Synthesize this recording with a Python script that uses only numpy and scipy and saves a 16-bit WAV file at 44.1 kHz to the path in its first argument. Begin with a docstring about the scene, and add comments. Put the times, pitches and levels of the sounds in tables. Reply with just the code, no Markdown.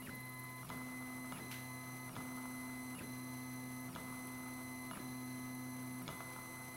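"""The hum and whine of a small 3D printer, close to the microphone in a small room, on diagonal strokes.
Its stepper motors hum at the full-step rate and whine at the microstep rate; their chopper drivers hiss.
At each corner one motor speeds up briefly, then the motion reverses with a knock. The bearings roll and
rattle, and a rustle passes once. The microphone starts off to one side and comes round to the front."""
import sys
import numpy as np
from scipy import signal
from scipy.fft import rfft, irfft, next_fast_len
from scipy.io import wavfile

SR = 44100
rng = np.random.default_rng(int(sys.argv[2]) if len(sys.argv) > 2 else 0)


def wrap_up_sound(samples):
    """Save the sound to the file named by the first command line argument, as 16-bit audio."""
    columns = np.atleast_2d(samples).T
    # keep every value between -1 and 1, then stretch to whole-number steps
    tamed = np.clip(columns, -1, 1)
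    steps = np.round(tamed * 32767).astype(np.int16)
    wavfile.write(sys.argv[1], SR, steps)


N = 298109
T = np.arange(N) / SR
MICROSTEP_HZ, MICROSTEPS = 2030.1, 16   # cruising rate; microsteps to a full step
CORNER_S, APPROACH_S = 0.087, 1.33
AT_SIDE = np.clip(1 - T / APPROACH_S, 0, 1)   # microphone position: 1 at the side, 0 in front
SIDE_WHINE_DB, SIDE_UPPER_DB, SIDE_BUZZ_DB, SIDE_ROLLING_DB = 3.5, -11.5, -5.0, -1   # side against front

# corners of the path: (start [s], reversing motor [0 carriage, 1 bed], jolt [dB], steel tick [dB],
# hum's octave on the next stroke [dB], microstep whine on the next stroke [dB])
CORNERS = [(0.019, 0, -47, -60, -58.5, -57.5), (0.627, 1, -44, -45, -49.5, -55),
           (1.319, 0, -33.5, -49, -54, -55.5), (2.090, 1, -40.5, -45, -48.5, -55.5),
           (2.945, 0, -45, -57, -49, -57.6), (3.886, 1, -44, -43.5, -50, -56),
           (4.908, 0, -34.5, -56, -48, -58.5), (6.014, 1, -43, -35, -57.5, -56)]
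# modes of the plastic carriage: (frequency [Hz], relative level [dB], t60 [s])
CARRIAGE_MODES = [(676, -10.5, 0.031), (764, -10, 0.02), (983, -4.5, 0.021), (1227, -5, 0.021),
                  (1365, -5, 0.018), (1726, -15.5, 0.025)]
# spectrum of the drivers' hiss, also the colour of the snaps: (frequency [Hz], relative density [dB])
HISS_SPECTRUM = [(5000, -34), (7500, -10), (9000, -2), (10200, 5), (11500, 1), (12800, -3.5), (15500, -15)]


def from_db(db):
    """Decibels to gain."""
    return 10 ** (np.asarray(db) / 20)


def rms_one(x):
    """Scale to rms 1."""
    return x / np.sqrt(np.mean(x ** 2) + 1e-20)


def drift(hz):
    """Random wander of rms 1, mostly slower than the given rate."""
    hop, settle = 40, 2000
    pole = np.exp(-2 * np.pi * hz * hop / SR)
    white = rng.standard_normal(N // hop + settle + 2)
    slow = signal.lfilter([1], [1, -2 * pole, pole * pole], white)[settle:]
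    return np.interp(np.arange(N) / hop, np.arange(len(slow)), rms_one(slow))


def noise(spectrum):
    """Noise of rms 1, coloured by rows of (frequency [Hz], relative density [dB])."""
    hz, level_db = np.transpose(spectrum)
    size = next_fast_len(N)
    bins = np.maximum(np.arange(size // 2 + 1) * SR / size, 1)
    gain = from_db(np.interp(np.log(bins), np.log(hz), level_db, left=-60))
    return rms_one(irfft(rfft(rng.standard_normal(size)) * gain, size)[:N])


def tone(phase, waver_db):
    """A sine of rms near 1 whose strength wavers a little."""
    return np.sqrt(2) * np.sin(phase + rng.uniform(0, 2 * np.pi)) * from_db(waver_db * drift(16.2))


def ring(clicks, hz, t60):
    """A unit click sets a decaying sine of height 1 ringing."""
    r, w = np.exp(-np.log(1000) / (t60 * SR)), 2 * np.pi * hz / SR
    return signal.lfilter([0, np.sin(w)], [1, -2 * r * np.cos(w), r * r], clicks + 1e-18)


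def strike(at, level_db, modes, spread_db):
    """Blows at the given samples ring every mode, each with a strength of its own."""
    out, chance = np.zeros(N), rng.standard_normal((len(at), len(modes)))
    for k, (hz, db, t60) in enumerate(modes):
        clicks = np.zeros(N)
        clicks[at] = from_db(level_db + db + spread_db * chance[:, k])
        out += (-1) ** k * ring(clicks, hz, t60)
    return out


def motion():
    """Relative speed, each motor's cornering (0-1), seconds since the bed reversed, and diagonal (+-1)."""
    # step rate through a corner: (progress [0-1], rate [times cruising])
    corner_speed = [(0, 1), (.05, 1.414), (.42, 1.414), (.6, 1.1), (.8, .65), (1, 1)]
    speed, turning, since_bed, diagonal = np.ones(N), np.zeros((2, N)), np.ones(N), np.ones(N)
    for start, motor, *_ in CORNERS:
        progress, end = (T - start) / CORNER_S, start + CORNER_S
        speed *= np.interp(progress, *np.transpose(corner_speed))
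        turning[round(motor)] += np.interp(progress, [0, .07, .85, 1.05], [0, 1, 1, 0])
        since_bed = np.where((T > end) & (round(motor) == 1), T - end, since_bed)
        diagonal *= np.interp(progress, [.5, 1], [1, -1])
    return speed, turning, since_bed, diagonal


def strokes():
    """Seconds into the stroke, and the levels of the hum's octave and the whine, held between corners."""
    age, levels_db = T, np.array([[-53.0], [-60.0]])
    for start, _, _, _, octave_db, whine_db in CORNERS:
        age = np.where(T > start + CORNER_S / 2, T - start - CORNER_S, age)
        blend = np.clip(2 * (T - start) / CORNER_S - 1, 0, 1)
        levels_db = levels_db + (np.array([[octave_db], [whine_db]]) - levels_db) * blend
    return age, *levels_db


def by_diagonal(diagonal, after_carriage, after_bed):
    """The motors' vibrations add up one way after a carriage corner (-1), another after a bed one (+1)."""
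    return np.interp(diagonal, [-1, 1], [after_carriage, after_bed])


def room(x, t60=0.53):
    """Diffuse reflections of the small room, duller than the direct sound."""
    t = T[:SR // 2]
    tail = rng.standard_normal(len(t)) * np.exp(-np.log(1000) * t / t60) * (t > .003)
    tail = signal.sosfilt(signal.butter(1, 5000, fs=SR, output="sos"), tail / np.sqrt(np.sum(tail ** 2)))
    return signal.fftconvolve(x, tail)[:N]


def rolling(carriage_turning, since_bed):
    """The bearings roll with a low rush, louder in carriage corners and just after the bed reverses."""
    # rolling noise: (frequency [Hz], relative density [dB])
    spectrum = [(25, 5.5), (70, 1.5), (150, 7.5), (320, -0.5), (600, -1), (1020, -4), (1320, -5),
                (1600, -9), (2200, -4), (2800, -10.5), (5200, -13), (8000, -14.5), (15000, -11.5)]
    swell_db = 2.9 * carriage_turning + 2 * np.exp(-since_bed / 0.38)
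    return from_db(-59.0 + 1.07 * drift(33) + SIDE_ROLLING_DB * AT_SIDE + swell_db) * noise(spectrum)


def drivers(beat_hz=20.75):
    """The current choppers hiss, and spit where their two rates beat together."""
    # colour of the spitting: (frequency [Hz], relative density [dB])
    spit_spectrum = [(8000, -18), (10000, -17), (11300, 8), (12300, -7), (15000, -5)]
    # spitting at the crest of the beat: (time [s], level [dB])
    spit_levels = [(0, -59), (.15, -52), (.45, -55), (.9, -64), (6.76, -61)]
    beat = (.5 + .5 * np.cos(2 * np.pi * beat_hz * (T - .15) + 0.99 * drift(3.1))) ** 4
    spit_db = np.interp(T, *np.transpose(spit_levels)) + 3.4 * drift(15)
    spit = from_db(spit_db) * beat * noise(spit_spectrum)
    return from_db(-62.0 + 0.4 * drift(74)) * noise(HISS_SPECTRUM) + spit


def snaps(decay_s=0.0029):
    """Tiny bright snaps that die within a few milliseconds."""
    # faint snaps: (time [s], level [dB])
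    onsets = [(0.436, -50), (2.99, -49), (4.27, -47), (5.55, -48)]
    envelope = sum(from_db(db) * (T >= s) * np.exp(-np.abs(T - s) / decay_s) for s, db in onsets)
    return envelope * noise(HISS_SPECTRUM)


def rustle(peak_s=1.514, attack_s=0.005, decay_s=0.06):
    """A brief rustle that swells quickly and dies away."""
    # colour of the rustle: (frequency [Hz], relative density [dB])
    spectrum = [(600, -16), (1500, 8), (2300, 9), (4000, 3), (7000, -3.5), (13000, 2), (16000, -13)]
    after = T - peak_s
    envelope = np.exp(np.minimum(after, 0) / attack_s - np.maximum(after, 0) / decay_s)
    return from_db(-49.0 + 2 * drift(150)) * envelope * noise(spectrum)


def frame_sway(attack_s=0.033, decay_s=0.067):
    """Each reversal shakes the frame, which booms briefly, lower when the bed turns."""
    out = np.zeros(N)
    for motor, (hz, level_db) in enumerate([(225, -50.0), (153, -48.5)]):
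        ends = [start + CORNER_S for start, which, *_ in CORNERS if round(which) == motor]
        shake = sum(np.exp(-np.maximum(T - end, 0) / decay_s - np.maximum(end - .015 - T, 0) / attack_s)
                    for end in ends)
        boom = rms_one(np.gradient(ring(rng.standard_normal(N), hz, t60=0.032)))
        out += from_db(level_db) * shake * boom
    return out


def rattle(since_bed, base_per_s=70, busiest_s=0.24, spread_s=0.34, clumping=0.5):
    """Bearing balls click in little clusters, most busily in the half second after the bed reverses."""
    busy = .08 + np.exp(-((since_bed - busiest_s) / spread_s) ** 2)
    clumps = np.exp(clumping * drift(25) - clumping ** 2 / 2)
    at = np.flatnonzero(rng.random(N) < base_per_s * busy * clumps / SR)
    return strike(at, -51 + 2 * rng.standard_normal(len(at)), CARRIAGE_MODES, spread_db=2.5)


def knock(times_s, carriage_db, rods_db):
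    """Blows that ring both the plastic carriage and the steel rods."""
    # modes of the rods: (frequency [Hz], relative level [dB], t60 [s])
    rod_modes = [(2300, -5, 0.014), (2920, -16.5, 0.07), (3420, -3.5, 0.011), (4110, -8, 0.015),
                 (5080, -13.5, 0.022), (6500, -10, 0.0073), (6780, -13, 0.016)]
    at = np.round(times_s * SR).astype(int)
    plastic = strike(at, carriage_db, CARRIAGE_MODES, spread_db=1)
    return plastic + strike(at, rods_db, rod_modes, spread_db=1)


def corner_knocks(thud_db=-33.5):
    """Slack jolts as a motor speeds up, steel ticks as it reverses; on its own turns the heavy bed thuds."""
    start, motor, jolt_db, tick_db, *_ = np.transpose(CORNERS)
    jolts = knock(start + 0.003, jolt_db, jolt_db - 12)
    ticks = knock(start + 0.065, tick_db - 6, tick_db)
    thuds = knock(start[motor > .5] + 0.074, thud_db, thud_db - 12)
    return jolts + ticks + thuds


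def clacks():
    """Now and then a bearing clacks, ringing the carriage more than the rods."""
    # loudest blows of the bearings: (time [s], level [dB])
    blows = [(0.742, -42), (1.023, -41.5), (2.204, -39.5), (2.454, -41), (4.124, -43), (4.933, -37.5),
             (6.204, -34.5), (6.362, -39.5)]
    times_s, level_db = np.transpose(blows)
    return knock(times_s, level_db, level_db - 16.5)


def cornering(speed, turning, hold_hz=11000):
    """One motor sings alone and roughens as it brakes; the halted bed motor whistles on holding current."""
    # harmonics 1 to 3 of a motor running alone: (carriage motor [dB], bed motor [dB])
    harmonics = [(-63, -74), (-84, -70), (-84, -70)]
    carriage, bed = turning
    braking = np.clip((1.414 - speed) / .25, 0, 1)
    rate_hz = MICROSTEP_HZ * speed * (1 + (.007 + .14 * braking) * drift(260))
    micro = 2 * np.pi * np.cumsum(rate_hz) / SR
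    solo = np.zeros(N)
    for k, (carriage_db, bed_db) in enumerate(harmonics, 1):
        gain = carriage * from_db(carriage_db) + bed * from_db(bed_db)
        solo += gain * tone(k * micro, waver_db=0.5) / (1 + (k - 1) ** 2 * braking)
    solo *= from_db(-0.5 + 4.3 * braking * drift(120)) * (1 + 0.73 * braking)
    scrape = carriage * braking * from_db(-65.5 + 2.3 * drift(150))
    scrape *= noise([(700, -11), (1600, 3.5), (2400, 2), (4500, -9.5), (7000, -28)])
    growl = from_db(-59.5) * (carriage + bed) * tone(micro / MICROSTEPS, waver_db=2)
    whistle = tone(2 * np.pi * hold_hz * T + .4 * drift(60), waver_db=1.5)
    whistle *= from_db(-59 + SIDE_UPPER_DB * AT_SIDE) * carriage * np.clip(speed, 0, 1) ** 4
    return solo + scrape + growl + whistle


def hum(cruise, diagonal, octave_db, throb_hz=5.1, ring_s=0.027):
    """Torque ripple at the full-step rate throbs and shakes the frame, which rings on into each corner."""
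    # lines of the buzzing frame: (frequency [times the full-step rate], relative level [dB])
    buzz_lines = [(.75, -8.5), (1.5, -21), (1.75, -8), (2.627, -5.5), (3, -9.5), (4, -9), (5.254, -8.5),
                  (5.515, -9.5), (6, -7), (6.875, -15), (7, -4.5), (7.36, -25), (8, -1), (9, -6.5),
                  (9.5, -14.5), (10, -4.5), (12, -15.5), (13, -16.5), (18, -45), (34.627, -17)]
    step = 2 * np.pi * MICROSTEP_HZ / MICROSTEPS * T
    pole = np.exp(-1 / (ring_s * SR))
    ringing = 1 - signal.lfilter([1 - pole], [1, -pole], 1 - cruise)
    throb = 1 + by_diagonal(diagonal, 0.11, 0.27) * np.cos(2 * np.pi * throb_hz * T + drift(1))
    low = from_db(by_diagonal(diagonal, -54, -58.5)) * throb * tone(step + 0.29 * drift(2.7), waver_db=0.2)
    low += from_db(octave_db) * tone(2 * step + 0.1 * drift(12), waver_db=0)
    buzz = sum(from_db(db) * tone(k * step + 0.18 * drift(3.2), waver_db=2.5) for k, db in buzz_lines)
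    buzz *= from_db(by_diagonal(diagonal, -61.5, -61.0) + SIDE_BUZZ_DB * AT_SIDE)
    return low * (0.32 + 0.61 * ringing) + buzz * (0.35 + 0.49 * ringing)


def whine(cruise, diagonal, age, whine_db, limp_hz=333.3):
    """Microsteps are uneven over each coil cycle of four full steps, so their upper lines flutter."""
    # harmonics 3 to 7 of the microstep rate:
    # (relative level [dB], phase swing [rad], lift after a bed corner and cut after a carriage one [dB])
    upper_lines = [(0.3, .25, -.3), (-1.7, .5, 2.0), (2.2, 1.45, .3), (-2, 2.0, 0), (-6, 2.1, 0)]
    # a tone at half the microstep rate, strongest in the first second: (time [s], level [dB])
    half_rate = [(0.1, -62.5), (0.35, -58.5), (0.6, -57), (0.8, -58.5), (0.95, -79.5)]
    micro = 2 * np.pi * MICROSTEP_HZ * T
    coil = micro / MICROSTEPS / 4
    limp = 2 * np.pi * limp_hz * T   # step timing limps in a short repeating pattern, adding side tones
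    lower = from_db(whine_db + SIDE_WHINE_DB * AT_SIDE) * tone(micro, waver_db=0.9)
    lower += from_db(-80.5 - 7.2 * diagonal) * tone(micro - limp, waver_db=2)
    lower += from_db(np.interp(T, *np.transpose(half_rate))) * tone(micro / 2, waver_db=1)
    octave_db = by_diagonal(diagonal, -64.5, -69.5) + by_diagonal(diagonal, -6, 3.5) * age - 2.1 * AT_SIDE
    flutter = 1 - by_diagonal(diagonal, 0.52, 0.3) * np.cos(coil)
    octave = from_db(octave_db) * tone(2 * micro + .3 * np.sin(coil), waver_db=.5) * flutter
    upper = np.zeros(N)
    for k, (db, swing, lift_db) in enumerate(upper_lines, 3):
        phase = k * (micro + 0.13 * np.sin(limp)) + swing * np.sin(coil)
        upper += from_db(db + lift_db * diagonal) * tone(phase, waver_db=1.3)
    upper *= from_db(-68.5 + SIDE_UPPER_DB * AT_SIDE) * (1 + 0.17 * np.cos(coil) + 0.23 * np.cos(2 * coil))
    return cruise * (lower + octave + upper)


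def scene():
    """The printer from close by, the same in both channels; only the blows ring the room."""
    speed, turning, since_bed, diagonal = motion()
    age, octave_db, whine_db = strokes()
    cruise = np.clip(1 - turning.sum(axis=0), 0, 1)
    motors = hum(cruise, diagonal, octave_db) + whine(cruise, diagonal, age, whine_db)
    motors += cornering(speed, turning)
    blows = corner_knocks() + clacks() + rattle(since_bed)
    mechanics = rolling(turning[0], since_bed) + frame_sway() + blows + from_db(-5.0) * room(blows)
    mono = motors + mechanics + rustle() + drivers() + snaps()
    return np.stack([mono, mono])


def record(dry, cutoff_hz=15800):
    """The highest treble is cut steeply."""
    return signal.sosfilt(signal.ellip(12, .1, 70, cutoff_hz, fs=SR, output="sos"), dry)


dry = scene()
out = record(dry)
wrap_up_sound(out)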